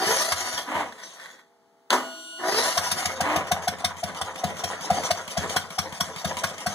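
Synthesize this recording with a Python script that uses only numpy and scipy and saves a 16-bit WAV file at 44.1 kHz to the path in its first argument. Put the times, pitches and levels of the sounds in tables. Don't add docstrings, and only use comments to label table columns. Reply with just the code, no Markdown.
import sys
import numpy as np
from scipy import signal
from scipy.fft import rfft, irfft, next_fast_len
from scipy.io import wavfile
from scipy.ndimage import uniform_filter1d, map_coordinates

SR = 44100
rng = np.random.default_rng(int(sys.argv[2]) if len(sys.argv) > 2 else 0)


def pcm_store(signal):
    levels = np.round(np.clip(np.atleast_2d(signal), -1, 1) * 32767)
    wavfile.write(sys.argv[1], SR, levels.astype(np.int16).T)


N = 297498
T = np.arange(N) / SR

# freq_hz, density_db
GARAGE_SPECTRUM = [(25, -31), (60, -23), (120, -19.5), (250, -5), (400, -14), (700, -9), (1300, -12),
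                   (2500, -21.5), (6000, -25), (15000, -36.5)]
# freq_hz, level_db
ROOM_HUM = [(398.4, -72), (468.3, -73), (667.5, -68.5), (829.0, -71), (888.2, -75.5)]
# freq_hz, t60_s
WALL_DECAY = [(100, 0.45), (400, 0.49), (700, 0.31), (1300, 0.28), (3000, 0.18), (14000, 0.19)]

# break_free_s, key_release_s, level_db
CRANKS = [(-.1, 0.594, 0), (2.37, 3.09, -0.5)]
# mesh_rate_multiple, level_db
MESH_ORDERS = [(1, 0), (2, -1), (3, -13.5), (4, -20), (5, -16)]
# freq_hz, density_db
GRIND_SPECTRUM = [(40, -61.5), (150, -11.5), (300, -8), (420, -6.5), (660, -0.5), (1000, 1.5), (1400, 1),
                  (1950, 1), (2600, -38.5), (4000, -35.5), (8000, -73)]
# freq_hz, density_db
SCRAPE_SPECTRUM = [(800, -39), (2000, -1.5), (3000, -1), (4400, -0.5), (6000, 2.5), (7800, -10.5),
                   (10000, -4.5), (12000, -11.5), (15000, -24)]
# freq_hz, width_hz, level_db
SHROUD_MODES = [(529.3, 9.9, 6.5), (665.4, 34, 4.5), (758, 37, 0.5), (990, 25, 3), (1220, 46, -20),
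                (1723, 49, -5.5), (1923, 57, -5)]
# freq_hz, level_db, t60_s
FLYWHEEL_MODES = [(256.4, -18.5, .55), (375, -8.5, 0.16), (658, -7, 0.54), (775, -1, 0.14),
                  (981, -1.5, .34), (1180, -11, .45), (1244, -10.5, .4), (1456, -5.5, .13), (1744, -6, .24)]
SLOW_MESH_HZ, FAST_MESH_HZ = 348.2, 732
SPIN_UP_S, SPIN_SPREAD_S = .265, .06
GRIND_DB, GRIND_RISE_S, GRIND_EASE_DB = -24.5, 0.088, 8.5
SCRAPE_DB, SCRAPE_RISE_S, SCRAPE_EASE_DB = -22.5, 0.26, 9
RELEASE_T60_S = 0.28
SLACK_DB, SLACK_DELAY_S, SLACK_WIDTH_S = 8.5, 0.032, 0.014
SURGE_DB, SURGE_DELAY_S, SURGE_WIDTH_S = 3, 0.086, 0.018

# cycle_share after exhaust opening, clatter_db, hiss_db
STROKE_CYCLE = [(0, -1.5, -4.5), (.15, -0.5, 0.5), (.25, 3, 3), (.35, 7, -0.5), (.48, -1.5, -4.5),
                (.62, -1.5, -4.5), (.75, 1.5, 5.5), (.88, 1, 0.5), (.97, -2.5, -8.5), (1, 12.5, 14.5)]
# time_s, level_db
HISS_LEVEL = [(3.1, -12), (3.45, -10.5), (4.3, -7.5), (5.3, -3), (6.75, -3.5)]
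# start_s, level_db
SIGHS = [(1.02, -45), (1.12, -57.5), (1.22, -60.5)]
# freq_hz, density_db
BLOCK_SPECTRUM = [(30, -54), (90, -37), (170, -8), (320, -9.5), (520, -3), (720, -5), (1000, -1.5),
                  (1900, -7.5), (2700, -13.5), (4000, -20.5), (8000, -65)]
# freq_hz, density_db
AIR_SPECTRUM = [(1000, -30.5), (2500, -2.5), (3500, 1.5), (4200, -4.5), (6000, 2), (7500, -5.5),
                (9500, -7.5), (12500, -17.5), (15000, -23)]
COAST_END_S, COAST_SAG_DB_PER_S, COAST_T60_S = 1.335, 6, 0.34
COAST_CLATTER_DB, COAST_HISS_DB = -43.5, -48

# start_s, level_db
PUFFS = [(.06, -40.5), (.53, -48), (0.744, -42), (2.52, -47)]
# time_s, pitch_hz, note_db, bark_db, crack_db, thump_db, shake_db until the next stroke
FIRINGS = [(0.32, 705, -26, -22.5, -20.5, -50.5, -45.5), (2.775, 703, -21.5, -21.5, -19.5, -43.5, -38),
           (2.915, 682, -35, -26, -20.5, -45, -37.5), (3.056, 720, -28, -29.5, -22.5, -41, -35.5),
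           (3.208, 719, -22, -30.5, -24.5, -35, -33.5), (3.361, 718, -21, -36, -25.5, -36, -35.5),
           (3.517, 717, -18.5, -24, -20.5, -35, -36.5), (3.679, 714, -19, -26, -21.5, -36.5, -39),
           (3.846, 738, -22.5, -27, -20.5, -44, -40.5), (4.036, 721, -23.5, -40.5, -27.5, -37.5, -38),
           (4.215, 730, -31, -30.5, -27.5, -47, -39), (4.441, 730, -21, -36, -27, -33.5, -36),
           (4.641, 690, -25, -39.5, -26, -42, -35.5), (4.907, 719, -14, -33, -30.5, -30, -31.5),
           (5.11, 704, -16.5, -28.5, -21, -44, -39), (5.374, 709, -21.5, -31.5, -28, -32, -33.5),
           (5.565, 722, -23, -22.5, -20, -39, -43), (5.786, 724, -25, -26, -21.5, -36.5, -41.5),
           (6.006, 708, -28.5, -26.5, -21, -36, -40), (6.249, 705, -25, -31.5, -28.5, -33, -36.5),
           (6.438, 703, -27.5, -20.5, -21.5, -40.5, -39.5), (6.666, 714, -21.5, -27, -24, -35, -38)]
# freq_hz, density_db
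CRACK_SPECTRUM = [(500, -36.5), (1500, -11), (2300, 3), (2900, 1), (3600, 0.5), (4150, -3), (4700, -6),
                  (5300, 6.5), (6100, -6), (6800, -6), (8800, -6.5), (11500, -8.5), (15000, -15.5)]
# freq_hz, width_hz, level_db
MUFFLER_MODES = [(1176, 120, 2.5), (1512, 180, 4.5), (1950, 310, -17.5)]
# freq_hz, width_hz, level_db
STACK_MODES = [(3558, 110, 6), (4470, 100, 6.5), (6030, 310, 5.5), (8710, 390, -0.5)]
# freq_hz, level_db, t60_s
THUMP_MODES = [(195.4, 7, 0.04), (167.5, -14, 0.25), (247, -6.5, 0.087)]
# freq_hz, level_db, t60_s
BOOM_MODES = [(92, 0, .2), (120, -6, .12)]
BOOM_DB, BOOM_DB_PER_THUMP_DB = -26.5, 0.28
AFTERPUFF_S, AFTERPUFF_HZ, AFTERPUFF_DB = 4.967, 710, -23.5
STROKE_DETUNE = 0.039

# start_s, rise_s, clear_s, t60_s, level_db
THROWS = [(.635, .125, .81, .28, -24.5), (3.154, 0.16, 3.385, .19, -24)]
# freq_hz, density_db
PINION_SPECTRUM = [(30, -51), (150, -27), (250, -9.5), (420, -11.5), (600, -9), (1000, -0.5), (1400, -8.5),
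                   (2000, -9.5), (3200, -16.5), (4500, -27.5), (6200, -26.5), (10000, -32.5),
                   (15000, -42.5)]
SKIP_HZ, SKIP_GAIN_HZ = 228.4, 77.77

# start_s, rise_s, fade_s, t60_s, level_db
WHEEZES = [(.95, .05, 1.037, .22, -47), (1.13, .06, 1.315, .42, -48.5)]
# freq_hz, width_hz, level_db
WHEEZE_MODES = [(1150, 260, -3.5), (1526, 110, 2.5), (1780, 100, 3), (1873, 70, 2), (3350, 130, -1),
                (3790, 81, -9.5)]
# start_s, level_db
KNOCKS = [(.923, -39), (1.198, -39.5), (1.258, -38.5), (1.393, -48.5)]

# start_s, level_db, rise_s, t60_s, sharp_share (0-1)
ENGAGEMENTS = [(1.899, -33.5, .002, .05, 0.2), (1.904, -13.5, 0.0012, 0.02, 1),
               (1.903, -23, 0.0028, 0.47, 0), (1.924, -18.5, 0.007, 0.15, 0.2)]
# freq_hz, density_db
CLACK_SPECTRUM = [(100, -39), (400, -20), (900, -6), (1500, -5), (2200, -22), (2900, 2), (3800, -3),
                  (5500, -7.5), (8000, -12), (11000, -17.5), (15000, -29.5)]
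# freq_hz, density_db
CLANK_SPECTRUM = [(60, -43), (120, -41), (220, -12), (450, -12), (700, -5), (1000, -4.5), (1500, -10),
                  (2200, -13), (3500, -23.5), (6000, -21), (9000, -29), (15000, -34)]
# freq_hz, level_db, t60_s
SOLENOID_MODES = [(3110, 3, .047), (3408, -13, 0.24), (3892, -1, .034), (4619, -24, .15),
                  (6718, -0.5, .015)]
# start_s, level_db
STRIKES = [(1.904, -32), (1.926, -24.5), (1.934, -24.5)]

# pitch_multiple, level_db
WHINE_PARTIALS = [(1, -0.5), (2, 2.5), (3, -7.5), (4, -6.5), (5, -4.5), (6, -6), (8, -24), (10, -20)]
STALL_S, STALL_RISE_S, STALL_END_S, STALL_T60_S, STALL_DB = 1.92, 0.068, 2.42, .35, -46.5

# cycle_share, level_db
ROCKER_CLICKS = [(.15, 0), (.73, -7)]
# time_s, level_db
CLICK_LEVEL = [(3, -42.5), (4.4, -41), (5.3, -34), (5.9, -34.5), (6.4, -30), (6.75, -34)]
# freq_hz, width_hz, level_db
ROCKER_MODES = [(2170, 160, -2.5), (3230, 220, 3), (4800, 500, -8), (6800, 300, -5.5), (9300, 400, -11.5)]
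# time_s, level_db
VALVE_CLOSINGS = [(3.47, -38), (3.622, -38.5), (3.785, -39), (3.968, -41), (4.147, -38.5), (4.358, -36.5),
                  (4.568, -35.5), (4.809, -34.5), (5.035, -29.5), (5.278, -32), (5.496, -28.5),
                  (5.704, -36.5), (5.924, -34.5), (6.161, -33), (6.369, -28), (6.581, -34)]

# freq_hz, level_db
SIDE_LEVEL = [(80, -12), (400, -9), (900, -17), (2000, -4), (4000, -4), (8000, -2), (15000, -2)]
# freq_hz, left_minus_right_db
BALANCE = [(60, 3), (150, 5.5), (300, -2.5), (700, 2), (1700, -1), (3000, 0), (9000, 4.5), (15000, 1.5)]
# freq_hz, left_lead_rad
BASS_PHASE = [(50, -1.7), (90, -1.5), (180, -.7), (400, -0.0092)]
# time_s, left_minus_right_db
BALANCE_DRIFT = [(0, 0), (5.2, 0), (5.7, 1), (6.3, 0), (6.75, 0.5)]
TOP_HZ = 15600


def amp(db):
    return 10 ** (np.asarray(db) / 20)


def unit(x):
    return x / np.sqrt(np.mean(x ** 2) + 1e-20)


def along(points, hz):
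    f, v = np.transpose(points)
    return np.interp(np.log(hz + 1), np.log(f + 1), v)


def curves(rows, at=T):
    x, *columns = np.transpose(rows)
    return [np.interp(at, x, column) for column in columns]


def wobble(rate_hz):
    return map_coordinates(rng.standard_normal(int(N * rate_hz / SR) + 4), [T * rate_hz])


def filtered(x, response):
    m = next_fast_len(N + SR // 4)
    return irfft(rfft(x, m) * response(np.fft.rfftfreq(m, 1 / SR)), m)[..., :N]


def coloured(x, spectrum):
    return unit(filtered(x, lambda hz: amp(along(spectrum, hz))))


def resonances(modes, hz):
    return sum(amp(db) * 1j * hz * w / (c * c - hz * hz + 1j * hz * w) for c, w, db in modes)


def noise():
    return rng.standard_normal(N)


def resonant_noise(modes):
    return unit(filtered(noise(), lambda hz: resonances(modes, hz)))


def grains(rate_hz, spread_db):
    size = amp(spread_db * np.clip(noise(), -1.5, 1.5))
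    return unit((rng.random(N) < rate_hz / SR) * np.sign(noise()) * size)


def eddies(x, depth_db, life_s):
    z = signal.stft(x, nperseg=512)[2]
    field = uniform_filter1d(rng.standard_normal(z.shape), size=3, axis=0)
    life_frames = max(round(life_s * z.shape[1] * SR / N), 1)
    field = uniform_filter1d(field, size=life_frames, axis=1)
    return unit(signal.istft(z * amp(depth_db * unit(field)), nperseg=512)[1][:N])


def blow(t, rise_s, t60_s):
    attack = np.sin(np.pi / 2 * np.clip(t / rise_s, 0, 1)) ** 2
    return attack * amp(-60 * np.maximum(t - rise_s, 0) / t60_s)


def swell(start_s, rise_s, stop_s, t60_s):
    attack = np.sin(np.pi / 2 * np.clip((T - start_s) / rise_s, 0, 1)) ** 2
    return attack * amp(-60 * np.maximum(T - stop_s, 0) / t60_s)


def add(track, start_s, sound):
    part = track[max(round(start_s * SR), 0):][:len(sound)]
    part += sound[:len(part)]


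def bursts(times_s, levels_db, rise_s, t60_s):
    track, shape = np.zeros(N), blow(np.arange(SR // 3) / SR, rise_s, t60_s)
    for start_s, level_db in zip(times_s, levels_db):
        add(track, start_s, amp(level_db) * shape)
    return track


def ring(modes, t, rise_s, detune):
    sound = np.zeros(len(t))
    for hz, db, t60_s in modes:
        gain = amp(db + rng.normal(0, 1.7))
        pitch_hz = hz * (1 + rng.normal(0, detune))
        sound += gain * blow(t, rise_s, t60_s) * np.sin(2 * np.pi * pitch_hz * t)
    return sound


def room_tone():
    hum = np.sqrt(2) * sum(amp(db) * np.sin(2 * np.pi * hz * T + 1.2 * wobble(14)) for hz, db in ROOM_HUM)
    return hum + amp(-66.5) * coloured(noise(), GARAGE_SPECTRUM)


def walls(x):
    hz, t, z = signal.stft(rng.standard_normal(SR // 2), SR, nperseg=256)
    decay = amp(-60 * t / along(WALL_DECAY, hz)[:, None])
    tail = signal.istft(z * decay, SR, nperseg=256)[1]
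    delayed = np.pad(tail / np.linalg.norm(tail), (SR // 200, 0))
    return signal.fftconvolve(x, delayed)[:N]


def bonnet(x, t60_s):
    t = np.arange(SR // 20) / SR
    echoes = rng.standard_normal(len(t)) * amp(-60 * t / t60_s)
    return signal.fftconvolve(x, echoes / np.linalg.norm(echoes))[:N]


def cranking():
    start_s, stop_s, _ = np.transpose(CRANKS)
    since_s = T - start_s[np.maximum(np.searchsorted(start_s, T) - 1, 0)]
    speed = (1 + np.tanh((since_s - SPIN_UP_S) / (2 * SPIN_SPREAD_S))) / 2

    def after_firing(delay_s, width_s):
        return sum(np.exp(-((T - s - delay_s) / width_s) ** 2) for s, *_ in FIRINGS if s < stop_s[-1])

    surge_db = SURGE_DB * after_firing(SURGE_DELAY_S, SURGE_WIDTH_S)
    load_db = surge_db - SLACK_DB * after_firing(SLACK_DELAY_S, SLACK_WIDTH_S)

    def key(rise_s):
        return sum(amp(db + load_db) * swell(s, rise_s, end, RELEASE_T60_S) for s, end, db in CRANKS)

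    grind = key(GRIND_RISE_S) * amp(GRIND_DB - GRIND_EASE_DB * speed ** 2.9)
    scrape = key(SCRAPE_RISE_S) * amp(SCRAPE_DB - SCRAPE_EASE_DB * speed ** 5)
    return SLOW_MESH_HZ + (FAST_MESH_HZ - SLOW_MESH_HZ) * speed, grind, scrape


def teeth(rate_hz, jitter, scatter_db):
    passed = np.floor(np.cumsum(rate_hz * (1 + jitter * wobble(150))) / SR)
    hits = np.diff(passed, prepend=0) * amp(scatter_db * noise())
    return unit(hits - hits.mean())


def gear_whine(rate_hz, flutter):
    phase = 2 * np.pi * np.cumsum(rate_hz * (1 + flutter * wobble(70))) / SR
    runout = 1 + .85 * np.sin(phase / 7 + wobble(25))
    return unit(runout * sum(amp(db + 3.0 * wobble(30)) * np.sin(k * phase) for k, db in MESH_ORDERS))


def shroud(x):
    return filtered(x, lambda hz: 1 + resonances(SHROUD_MODES, hz))


def flywheel(x):
    modes = [(f, 4.5 / t60_s, db + 20 * np.log10(t60_s)) for f, db, t60_s in FLYWHEEL_MODES]
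    return unit(filtered(x, lambda hz: resonances(modes, hz)))


def starter():
    mesh_hz, grind_gain, scrape_gain = cranking()
    mesh_hz = mesh_hz * (1 + .018 * wobble(18))
    mesh = teeth(mesh_hz, jitter=.015, scatter_db=3)
    grind = 0.77 * coloured(shroud(0.54 * mesh + grains(900, spread_db=2.5)), GRIND_SPECTRUM)
    slow_gain = np.minimum(480 / mesh_hz, 1) ** 1.7
    sing = .52 * gear_whine(mesh_hz, flutter=.011) * slow_gain + .55 * flywheel(noise())
    grit = eddies(grains(2000, spread_db=3.0) + 0.61 * noise(), depth_db=5.5, life_s=.08)
    scrape = coloured(.6 * mesh + grit, SCRAPE_SPECTRUM)
    chatter_db = 1.66 * wobble(90)
    grinding = grind_gain * amp(chatter_db - 2.0) * (grind + sing)
    return grinding + scrape_gain * amp(chatter_db - 2.5) * scrape


def cycles():
    start_s, *_, shake_db = np.transpose(FIRINGS[1:])
    length_s = np.diff(start_s)
    return start_s, np.append(length_s, length_s[-1]), shake_db


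def running():
    start_s, length_s, shake_db = cycles()
    k = np.maximum(np.searchsorted(start_s, T) - 1, 0)
    clatter_db, hiss_db = curves(STROKE_CYCLE, (T - start_s[k]) / length_s[k])
    shaking = amp(shake_db[k]) * (T > start_s[0])
    return shaking * amp(clatter_db), shaking * amp(hiss_db + curves(HISS_LEVEL)[0])


def coasting():
    spin = amp(-COAST_SAG_DB_PER_S * T - 60 * np.maximum(T - COAST_END_S, 0) / COAST_T60_S)
    sighs = bursts(*np.transpose(SIGHS), rise_s=0.0203, t60_s=0.29)
    return amp(COAST_CLATTER_DB) * spin, amp(COAST_HISS_DB) * spin + sighs


def machinery():
    clatter_gain, hiss_gain = np.add(running(), coasting())
    rattle = eddies(grains(700, spread_db=2.0) + .5 * noise(), depth_db=3, life_s=.05)
    panels = np.zeros(N)
    for mode in SHROUD_MODES:
        panels += amp(2.2 * wobble(16)) * filtered(rattle, lambda hz: resonances([mode], hz))
    clatter = coloured(rattle + 0.94 * panels, BLOCK_SPECTRUM) * clatter_gain * amp(0.4 * wobble(60) - 1.5)
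    air = eddies(grains(1800, spread_db=2.5) + noise(), depth_db=5.0, life_s=.06)
    hiss = coloured(air, AIR_SPECTRUM) * hiss_gain * amp(2.0 * wobble(70) - 1.0)
    return clatter + hiss


def puffs():
    modes = [(91, 21, -2.5), (178, 50, -7)]
    air = unit(filtered(noise(), lambda hz: resonances(modes, hz) ** 2))
    return air * bursts(*np.transpose(PUFFS), rise_s=0.011, t60_s=0.2)


def blasts():
    t = np.arange(SR // 5) / SR
    grid_hz = np.fft.rfftfreq(len(t), 1 / SR)
    turbulence = noise() + 0.69 * grains(2500, spread_db=-3.5)
    gas = coloured(eddies(turbulence, depth_db=3, life_s=.05), CRACK_SPECTRUM)
    track = np.zeros(N)
    for k, (s, _, _, bark_db, crack_db, _, _) in enumerate(FIRINGS):
        hz = grid_hz * (1 + rng.normal(0, STROKE_DETUNE))
        stretch = np.exp(rng.normal(0, .12))
        bark = unit(irfft(rfft(rng.standard_normal(len(t))) * resonances(MUFFLER_MODES, hz), len(t)))
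        gas_slice = gas[k * len(t):][:len(t)]
        crack = unit(irfft(rfft(gas_slice) * (1 + resonances(STACK_MODES, hz)), len(t)))
        add(track, s - .002, amp(bark_db + 1.5) * bark * blow(t, rise_s=0.0075, t60_s=0.046 * stretch))
        add(track, s - .003, amp(crack_db + 1.37) * crack * blow(t, rise_s=0.0067, t60_s=0.057 * stretch))
    return track


def exhaust():
    t, tones = np.arange(SR // 3) / SR, np.zeros(N)
    for s, pitch_hz, note_db, _, _, thump_db, _ in FIRINGS:
        waver = 1 + .035 * map_coordinates(rng.standard_normal(120), [t * 300])
        sag = 0.967 + 0.089 * np.exp(-t / 0.0099)
        phase = 2 * np.pi * np.cumsum(waver * pitch_hz * sag) / SR
        hoot = blow(t, rise_s=0.0089, t60_s=.037 * np.exp(rng.normal(0, 0.18)))
        hoot = hoot + 0.33 * blow(t, rise_s=.014, t60_s=0.0096)
        add(tones, s - .009, amp(note_db + 2.0) * hoot * np.sin(phase))
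        add(tones, s + 0.0019, amp(thump_db + 2.0) * ring(THUMP_MODES, t, rise_s=.01, detune=0.034))
        boom_db = BOOM_DB + BOOM_DB_PER_THUMP_DB * thump_db
        add(tones, s - .005, amp(boom_db) * ring(BOOM_MODES, t, rise_s=.012, detune=0.022))
    afterpuff = blow(t, rise_s=.011, t60_s=.05) * np.sin(2 * np.pi * AFTERPUFF_HZ * t)
    add(tones, AFTERPUFF_S, amp(AFTERPUFF_DB) * afterpuff)
    return tones + blasts() + puffs()


def overrun():
    touches = [swell(s, rise_s, clear_s, t60_s) for s, rise_s, clear_s, t60_s, _ in THROWS]
    tooth_hz = SKIP_HZ + SKIP_GAIN_HZ * sum(touches)
    gain = sum(amp(row[-1]) * touch for row, touch in zip(THROWS, touches))
    rattle = 0.63 * teeth(tooth_hz, jitter=.02, scatter_db=-2.0) + grains(1500, spread_db=-1)
    sing = .3 * gear_whine(tooth_hz * (1 + .025 * wobble(14)), flutter=.012)
    return gain * amp(1.3 * wobble(70) - 1.5) * (coloured(shroud(rattle), PINION_SPECTRUM) + sing)


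def run_down():
    def throat(x):
        return unit(filtered(x, lambda hz: resonances(WHEEZE_MODES, hz)))

    flow = sum(amp(db) * swell(s, rise_s, fade_s, t60_s) for s, rise_s, fade_s, t60_s, db in WHEEZES)
    wheeze = flow * amp(2.5 * wobble(35)) * throat(grains(900, spread_db=1.5))
    return wheeze + bursts(*np.transpose(KNOCKS), rise_s=.001, t60_s=0.043) * throat(noise())


def engagement():
    sharp, dull = coloured(noise(), CLACK_SPECTRUM), coloured(noise(), CLANK_SPECTRUM)
    slam = np.zeros(N)
    for s, db, rise_s, t60_s, share in ENGAGEMENTS:
        blend = np.clip(share, 0, 1) * sharp + np.clip(1 - share, 0, 1) * dull
        slam += amp(db) * blow(T - s, rise_s, t60_s) * blend
    t = np.arange(SR // 2) / SR
    add(slam, ENGAGEMENTS[1][0], amp(-21) * ring(SOLENOID_MODES, t, rise_s=.001, detune=.002))
    for s, db in STRIKES:
        add(slam, s, amp(db) * ring(FLYWHEEL_MODES, t, rise_s=0.0033, detune=.006))
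    return slam


def stall():
    whine_hz = 1448
    settle = 0.01 * np.exp(-np.maximum(T - STALL_S, 0) / .12)
    phase = 2 * np.pi * np.cumsum(whine_hz * (1 + settle + 0.0006 * wobble(40))) / SR
    partials = sum(amp(db + 1.7 * wobble(11.77)) * np.sin(k * phase) for k, db in WHINE_PARTIALS)
    whine = np.sqrt(2) * partials
    buzz = resonant_noise([(318, 14, 1), (654, 10, 2.5), (1020, 39, -5), (3230, 450, -5)])
    envelope = amp(STALL_DB) * swell(STALL_S, STALL_RISE_S, STALL_END_S, STALL_T60_S)
    return envelope * (amp(-1.0) * whine + amp(-1.5) * buzz)


def rockers():
    start_s, length_s, _ = cycles()
    strikes = np.zeros(N)
    for share, db in ROCKER_CLICKS:
        levels_db = db + rng.normal(0, 1.5, len(start_s))
        strikes += bursts(start_s + share * length_s, levels_db, rise_s=0.00046, t60_s=.028)
    return strikes * amp(curves(CLICK_LEVEL)[0]) * resonant_noise(ROCKER_MODES)


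def valve_gear():
    s, tick_db = np.transpose(VALVE_CLOSINGS)
    head = resonant_noise([(183, 37, 3.5), (970, 500, -5), (2230, 380, -5.5)])
    arm = resonant_noise(ROCKER_MODES)
    tick = bursts(s, tick_db - 3, rise_s=.0008, t60_s=.035) * (.7 * coloured(noise(), AIR_SPECTRUM) + arm)
    return tick + bursts(s, tick_db - 1.0, rise_s=.0005, t60_s=.08) * head


def rattling_parts():
    return starter() + overrun() + machinery() + valve_gear() + rockers() + run_down()


def scene():
    blows = engagement() + exhaust()
    engine = blows + rattling_parts()
    mid = engine + stall() + amp(-11.0) * walls(engine) + room_tone()
    diffuse = .9 * rattling_parts() + .7 * bonnet(blows, t60_s=.025) + .4 * walls(engine) + room_tone()
    side = filtered(diffuse, lambda hz: amp(along(SIDE_LEVEL, hz)))
    return np.array([mid + side, mid - side])


def record(dry):
    lead_s, in_step_hz = .000377, 1260

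    def lead_rad(hz):
        return 2 * np.pi * lead_s * np.maximum(hz - in_step_hz, 0)

    def half(hz):
        return amp(along(BALANCE, hz) / 2) * np.exp(.5j * (lead_rad(hz) + along(BASS_PHASE, hz)))

    def bass_roll_off(hz):
        low_cut_hz = 62
        return -hz * hz / (low_cut_hz ** 2 - hz * hz + 1j * hz * low_cut_hz)

    side = filtered((dry[0] - dry[1]) / 2,
                    lambda hz: np.where(hz < in_step_hz, 1, np.abs(np.sin(lead_rad(hz)))))
    spread = dry.mean(axis=0) + np.array([side, -side])
    pair = filtered(spread, lambda hz: np.array([half(hz), 1 / half(hz)]))
    pair = pair * amp(curves(BALANCE_DRIFT)[0] / 2) ** np.array([[1], [-1]])
    rounded = pair / (1 + np.abs(pair / .85) ** 6) ** (1 / 6)
    return filtered(rounded, lambda hz: bass_roll_off(hz) ** 2 * (hz < TOP_HZ))


dry = scene()
out = record(dry)
pcm_store(out)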